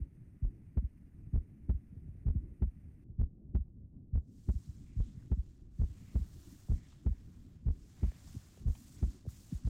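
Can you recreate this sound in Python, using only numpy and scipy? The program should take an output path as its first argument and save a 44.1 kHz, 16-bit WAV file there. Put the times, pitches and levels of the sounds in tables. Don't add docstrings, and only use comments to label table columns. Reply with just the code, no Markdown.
import sys
import numpy as np
from scipy import signal
from scipy.io import wavfile
from scipy.ndimage import uniform_filter1d

SR = 44100
rng = np.random.default_rng(int(sys.argv[2]) if len(sys.argv) > 2 else 0)


def store_pcm(level_fs):
    pcm = np.round(np.clip(level_fs, -1, 1) * 32767).astype(np.int16)
    wavfile.write(sys.argv[1], SR, np.atleast_2d(pcm).T)


def to_linear_factor(level_db):
    exponent = np.asarray(level_db, float) / 20
    return 10 ** exponent


N = 427329


def evened(x):
    return x / np.sqrt(np.mean(x ** 2) + 1e-20)


def read(points, hz):
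    f, value = np.transpose(points)
    return np.interp(np.log(hz + 1), np.log(f + 1), value)


def hiss(spectrum, size, patch_db, flicker_db, colour=None):
    hop = size // 4
    frames = N // hop + 5
    hz = np.fft.rfftfreq(size, 1 / SR)
    real, imag, patches = rng.standard_normal((frames, len(hz), 3)).T
    patches = uniform_filter1d(patches, size=8, axis=0)
    patches = evened(uniform_filter1d(patches, size=10, axis=1))
    flicker = evened(uniform_filter1d(rng.standard_normal(frames), size=3))
    db = read(spectrum, hz)[:, None] + patch_db * patches + flicker_db * flicker
    plain = np.sqrt(np.mean(to_linear_factor(2 * db)))
    if colour:
        db = db + colour(hz[:, None], np.arange(frames) * hop / SR)
    x = signal.istft((real + 1j * imag) * to_linear_factor(db), nperseg=size, noverlap=size - hop)[1][:N]
    return x / (plain * np.sqrt(size))


def blows(rows, shape):
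    glide, low_hz, rise_ms, late_ms, fall_ms = shape
    out = np.zeros(N)
    for s, db, hz in rows:
        near = slice(max(round((s - .05) * SR), 0), round((s + .14) * SR))
        u = (near.start + np.arange(len(out[near]))) / SR - s
        early = np.minimum(u + 2 / glide, 0)
        bend = (1 - np.exp(-glide * (u - early))) / glide + early * np.exp(2)
        turns = low_hz * u + (hz - low_hz) * bend
        ms = 1000 * u - late_ms
        swing = np.where(ms < 0, 1 / np.cosh(ms / rise_ms), np.exp(-(ms / fall_ms) ** 2))
        swing *= np.sin(np.pi / 2 * np.clip((u + .05) / .02, 0, 1)) ** 2
        out[near] -= to_linear_factor(db) * swing * np.cos(2 * np.pi * turns)
    return out


# (frequency [Hz], density [dB per Hz])
AIR = [(350, -30), (600, -4), (930, -11), (1500, -9), (1960, -6), (2600, -11), (3200, -22), (4000, -24),
       (6500, -21), (7300, -25), (8990, -16), (11200, -23), (13900, -21), (14800, -40)]


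def air():
    level_db, stops_s = -84, 3.04
    steady = evened(hiss(AIR, size=512, patch_db=1.1, flicker_db=1.1))
    return to_linear_factor(level_db) * steady * (np.arange(N) < stops_s * SR)


# (frequency [Hz], density [dB per Hz])
RUMBLE = [(8.8, -67), (15, -29.5), (23, -8.5), (48, -5), (88, -6), (147, -11.5), (280, -18), (349, -25.5),
          (382, -28), (436, -36), (759, -50), (1380, -65.5), (3000, -77), (3900, -104), (6600, -120)]
# (time [s], level [dB])
RUMBLE_LEVEL = [
    (0, -54),
    (1.8, -54.5),
    (2.45, -50.5),
    (2.8, -55.5),
    (4., -53.5),
    (5.2, -55),
    (6., -54.),
    (7.5, -53),
    (8., -55.5),
    (9.69, -52.5),
]


def rumble():
    t = np.arange(N) / SR
    since = t - np.array(INLET_SHUTS)[:, :1]
    surge_db = (6.7 * np.exp(-np.abs(since) / 0.14) * np.clip(since / 0.0035, 0, 1)).sum(axis=0)
    level_db = np.interp(t, *np.transpose(RUMBLE_LEVEL)) + surge_db
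    return to_linear_factor(level_db) * evened(hiss(RUMBLE, size=2048, patch_db=2.5, flicker_db=2.0))


# (time [s], level [dB], pitch [Hz], fall [ms])
BUMPS = [(.006, -46, 108, 7.2), (1.277, -41.5, 105, 17), (1.931, -42, 148, 4.3), (1.977, -37.5, 104, 13.5),
         (2.094, -40.5, 112, 21), (2.161, -52, 110., 19), (2.362, -25.5, 104, 32), (3.103, -42, 109, 27),
         (4.695, -34, 98, 15.4), (5.004, -24.5, 97.3, 9.3), (5.179, -38, 110., 9.8), (5.877, -42, 70.5, 14),
         (5.907, -37.5, 87, 28), (8.369, -33, 116, 9.3), (9.280, -32, 109, 17), (9.5291, -29.5, 181, 10.7),
         (0.451, -36.5, 89, 16), (2.356, -35, 186, 3), (4.681, -41, 119, 4.8), (8.354, -38, 182, 2.1),
         (4.993, -34.5, 99, 8.9), (9.676, -26.5, 97, 13)]
# (pitch fall [1/s], lowest pitch [Hz], rise [ms], loudest after [ms])
BUMP_SHAPE = (90., 48., 2.2, -1.)
# (time [s], level [dB], pitch [Hz])
TICKS = [
    (2.153, -54.5, 380),
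    (3.092, -67.5, 600),
    (6.686, -57.5, 850),
    (8.118, -59, 910),
    (8.361, -47.5, 320),
    (8.575, -56, 666),
    (9.253, -54.5, 635),
    (9.265, -49, 600),
]
# (pitch fall [1/s], lowest pitch [Hz], rise [ms], loudest after [ms], fall [ms])
TICK_SHAPE = (190, 100, 0.78, 0.69, 30)


def hand():
    bumps = sum(blows([(s, db, hz)], (*BUMP_SHAPE, fall_ms)) for s, db, hz, fall_ms in BUMPS)
    return bumps + blows(TICKS, TICK_SHAPE)


# (time [s], level [dB], ring [Hz])
TOE_TAPS = [
    (5.076, -75, 3600.),
    (5.225, -72, 1600.),
    (6.925, -64, 1110),
    (7.13, -64, 650),
    (8.118, -68, 2000.),
    (8.275, -67, 910),
    (8.275, -64, 5000.),
    (8.753, -60, 780),
    (8.753, -61, 2700.),
    (9.288, -66, 1500.),
]


def toe():
    rise_s, fall_s, spread = .0015, .006, 1.2
    out, t = np.zeros(N), np.arange(0, .04, 1 / SR)
    grit = rng.standard_normal((len(TOE_TAPS), len(t)))
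    for (s, db, hz), noise in zip(TOE_TAPS, grit):
        band = signal.butter(2, [hz / spread, hz * spread], "band", fs=SR, output="sos")
        ring = signal.sosfilt(band, noise)
        puff = evened(ring) * np.minimum(t / rise_s, 1) * np.exp(-t / fall_s)
        out[round((s - rise_s) * SR):][:len(t)] += to_linear_factor(db) * puff
    return out


# (frequency [Hz], density [dB per Hz])
BRUSH = [(410, -10.5), (700, -3.5), (851, -44), (932, -4.5), (1240, -8.5), (1790, -8.5), (2350, -10.5),
         (7270, -2.5), (10100, -10), (12400, -11.5), (14500, -7), (15700, -10)]
# (fastest at [s], half length [s], speed [dB], weight [dB], sheen [dB])
STROKES = [(4.387, 0.087, -81.5, -14, -11), (4.595, 0.15, -74.5, -12.5, -11), (4.818, 0.22, -80, -7, -13.5),
           (5.047, 0.087, -77.5, -8, -18), (5.218, 0.045, -87, 0, -6), (5.444, 0.4, -83.5, -5, -10.5),
           (5.885, 0.11, -77.5, -9, -12), (6.088, 0.15, -77, -4, -7.5), (6.22, 0.094, -76.5, -5.5, -6),
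           (6.49, 0.19, -70, -9, -7), (6.764, 0.055, -74, -13, -15.5), (6.863, 0.12, -76.5, -5.5, -17),
           (7.292, 0.47, -82, -2, -7.5), (7.885, 0.11, -76, -9, -12), (8.095, 0.13, -73, -2.5, -8),
           (8.32, 0.11, -68, -10, -10.5), (8.563, 0.26, -72.5, -6.5, -9.5), (8.794, 0.1, -69.5, -17, -6),
           (8.927, 0.037, -67.5, -23, -13), (9.09, 0.23, -69, -9.5, -11.5), (9.294, 0.037, -68.5, -17, -4),
           (9.4, 0.077, -67.5, -13.5, -7.5), (9.545, 0.066, -67.5, -10.5, -10.5),
           (9.7, 0.061, -68.5, -5.5, -14)]
# (time [s], drop [dB], lift-off [s], landing [s])
LIFTS = [
    (4.92, -4, 0.018, 0.056),
    (5.69, -8.5, 0.086, 0.035),
    (6.81, -5, .02, 0.021),
    (7.61, -6, .06, 0.058),
    (8.655, -9, 0.025, 0.017),
    (9.275, -10.5, 0.1, 0.01),
    (9.635, -4.5, 0.027, 0.01),
]
# (time [s], half length [s], ring [Hz], boost [dB])
DRAGS = [(4.93, 0.065, 2310, 13), (5.07, 0.067, 3500, 6), (5.19, 0.034, 1900, 8.5), (5.95, 0.079, 2700, 4),
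         (6.085, 0.087, 2240, 8.5), (6.81, 0.072, 2060, 10.5), (6.927, 0.099, 3420, 5),
         (7.136, 0.067, 2000, 7), (8.043, 0.092, 2100, 6), (8.373, 0.046, 3200, 1.5), (9.0, 0.056, 2090, 5),
         (9.343, 0.027, 2170, 7)]


def shoes():
    edge_db, squareness = -4.5, 1.97
    sole_width = .2

    def colour(hz, t):
        low = 1 / (1 + (hz / 3800) ** 4)
        high = 1 / (1 + (10200 / (hz + 1)) ** 12)
        power = 1e-14
        for s, half, speed_db, weight_db, sheen_db in STROKES:
            tone = to_linear_factor(2 * (low * (weight_db + 11.5) + high * (sheen_db + 6.0)))
            stroke_db = speed_db + edge_db * np.abs((t - s) / half) ** squareness
            power = power + tone * to_linear_factor(2 * stroke_db)
        lifted_db = sum(db * np.exp(-((t - s) / np.where(t < s, off, on)) ** 2) for s, db, off, on in LIFTS)
        sole_db = sum(db * np.exp(-((t - s) / half) ** 2 - ((hz / ring_hz - 1) / sole_width) ** 2)
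                      for s, half, ring_hz, db in DRAGS)
        return 10 * np.log10(power) + (1 - .5 * low + .3 * high) * lifted_db + sole_db

    return to_linear_factor(7.5) * hiss(BRUSH, size=256, patch_db=1.15, flicker_db=1.02, colour=colour)


# (time [s], level [dB], pitch [Hz])
INLET_SHUTS = [(0.4346, -26.7, 80), (1.3439, -23.5, 80), (2.2689, -24.1, 80), (3.1989, -24.4, 77),
               (4.1411, -26.2, 72), (4.975, -30.1, 85), (5.8025, -24.3, 80), (6.7043, -23.7, 81),
               (7.6701, -23.9, 80), (8.6673, -24.5, 77), (9.6582, -26.3, 80)]
# (time [s], level [dB], pitch [Hz])
WALL_TENSES = [
    (0.4795, -34.8, 48),
    (1.3861, -27.1, 70),
    (2.3111, -27.0, 70),
    (3.2413, -26.4, 71),
    (4.1847, -25.4, 69),
    (5.023, -28.0, 47),
    (5.8439, -25.5, 70),
    (6.7457, -26.9, 71),
    (7.7117, -26.5, 70),
    (8.7096, -27.5, 69),
]
# (time [s], level [dB], pitch [Hz])
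OUTLET_SHUTS = [
    (0.7729, -18.7, 98),
    (1.695, -18.3, 98),
    (2.6219, -17.6, 98),
    (3.5503, -17.5, 96),
    (4.4889, -17.5, 96),
    (5.3173, -18.0, 99),
    (6.156, -18.7, 100),
    (7.0638, -18.4, 100),
    (8.0319, -18.1, 101),
    (9.0284, -18.1, 98),
]
# (time [s],
# level [dB], pitch [Hz])
LUNG_VALVE_SHUTS = [(0.0247, -27.6, 65), (0.8505, -25.7, 64), (1.7554, -26.8, 63), (2.6792, -27.6, 60),
                    (3.6113, -27.6, 62), (4.5649, -26.4, 64), (5.3971, -24.1, 59), (6.2216, -25.6, 61),
                    (7.1173, -25.3, 61), (8.0852, -26.0, 57), (9.0854, -28.0, 58), (9.5579, -29.9, 65)]
# (pitch fall [1/s], lowest pitch [Hz], rise [ms], loudest after [ms], fall [ms])
INLET_SHAPE = (108., 33.4, 3.2, -1.4, 45.)
WALL_SHAPE = (30., 52.3, 15., -10., 23.5)
OUTLET_SHAPE = (120., 51.4, 1.2, 1.3, 25.5)
LUNG_VALVE_SHAPE = (110., 48.7, 5.6, -1.7, 16.7)
LEAFLET_SHAPE = (30., 70., 6., -1., 6.)
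FLUTTER_SHAPE = (77, 82, 3, 1.4, 7.6)


def heart():
    late_leaflet = [(s + .018, db - 8., 1.15 * hz) for s, db, hz in INLET_SHUTS]
    first = blows(INLET_SHUTS, INLET_SHAPE) + blows(WALL_TENSES, WALL_SHAPE)
    first = first + blows(late_leaflet, LEAFLET_SHAPE)
    second = blows(OUTLET_SHUTS, OUTLET_SHAPE) + to_linear_factor(-1.1) * blows(LUNG_VALVE_SHUTS, LUNG_VALVE_SHAPE)
    flutter = [(s - .0055, db - 22., 2.6 * hz) for s, db, hz in OUTLET_SHUTS]
    flutter += [(s - .009, db - 17.5, 2.1 * hz) for s, db, hz in INLET_SHUTS]
    flutter += [(s - .022, db - 13.5, 3.15 * hz) for s, db, hz in LUNG_VALVE_SHUTS]
    return to_linear_factor(0.82) * first + second + blows(flutter, FLUTTER_SHAPE)


def scene():
    overload = .0565
    chest = np.clip(heart() + hand() + rumble(), -overload, overload)
    chest = signal.lfilter(*signal.butter(1, 5000, fs=SR), chest)
    return (chest + air() + shoes() + toe())[None]


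def band_limit(x):
    return signal.sosfilt(signal.butter(12, 15820, fs=SR, output="sos"), x)


def record(dry):
    ends = signal.windows.tukey(N, .005 * SR / N)
    converter_noise = to_linear_factor(-101.) * rng.standard_normal(dry.shape)
    return band_limit(dry * ends + converter_noise)


dry = scene()
out = record(dry)
store_pcm(out)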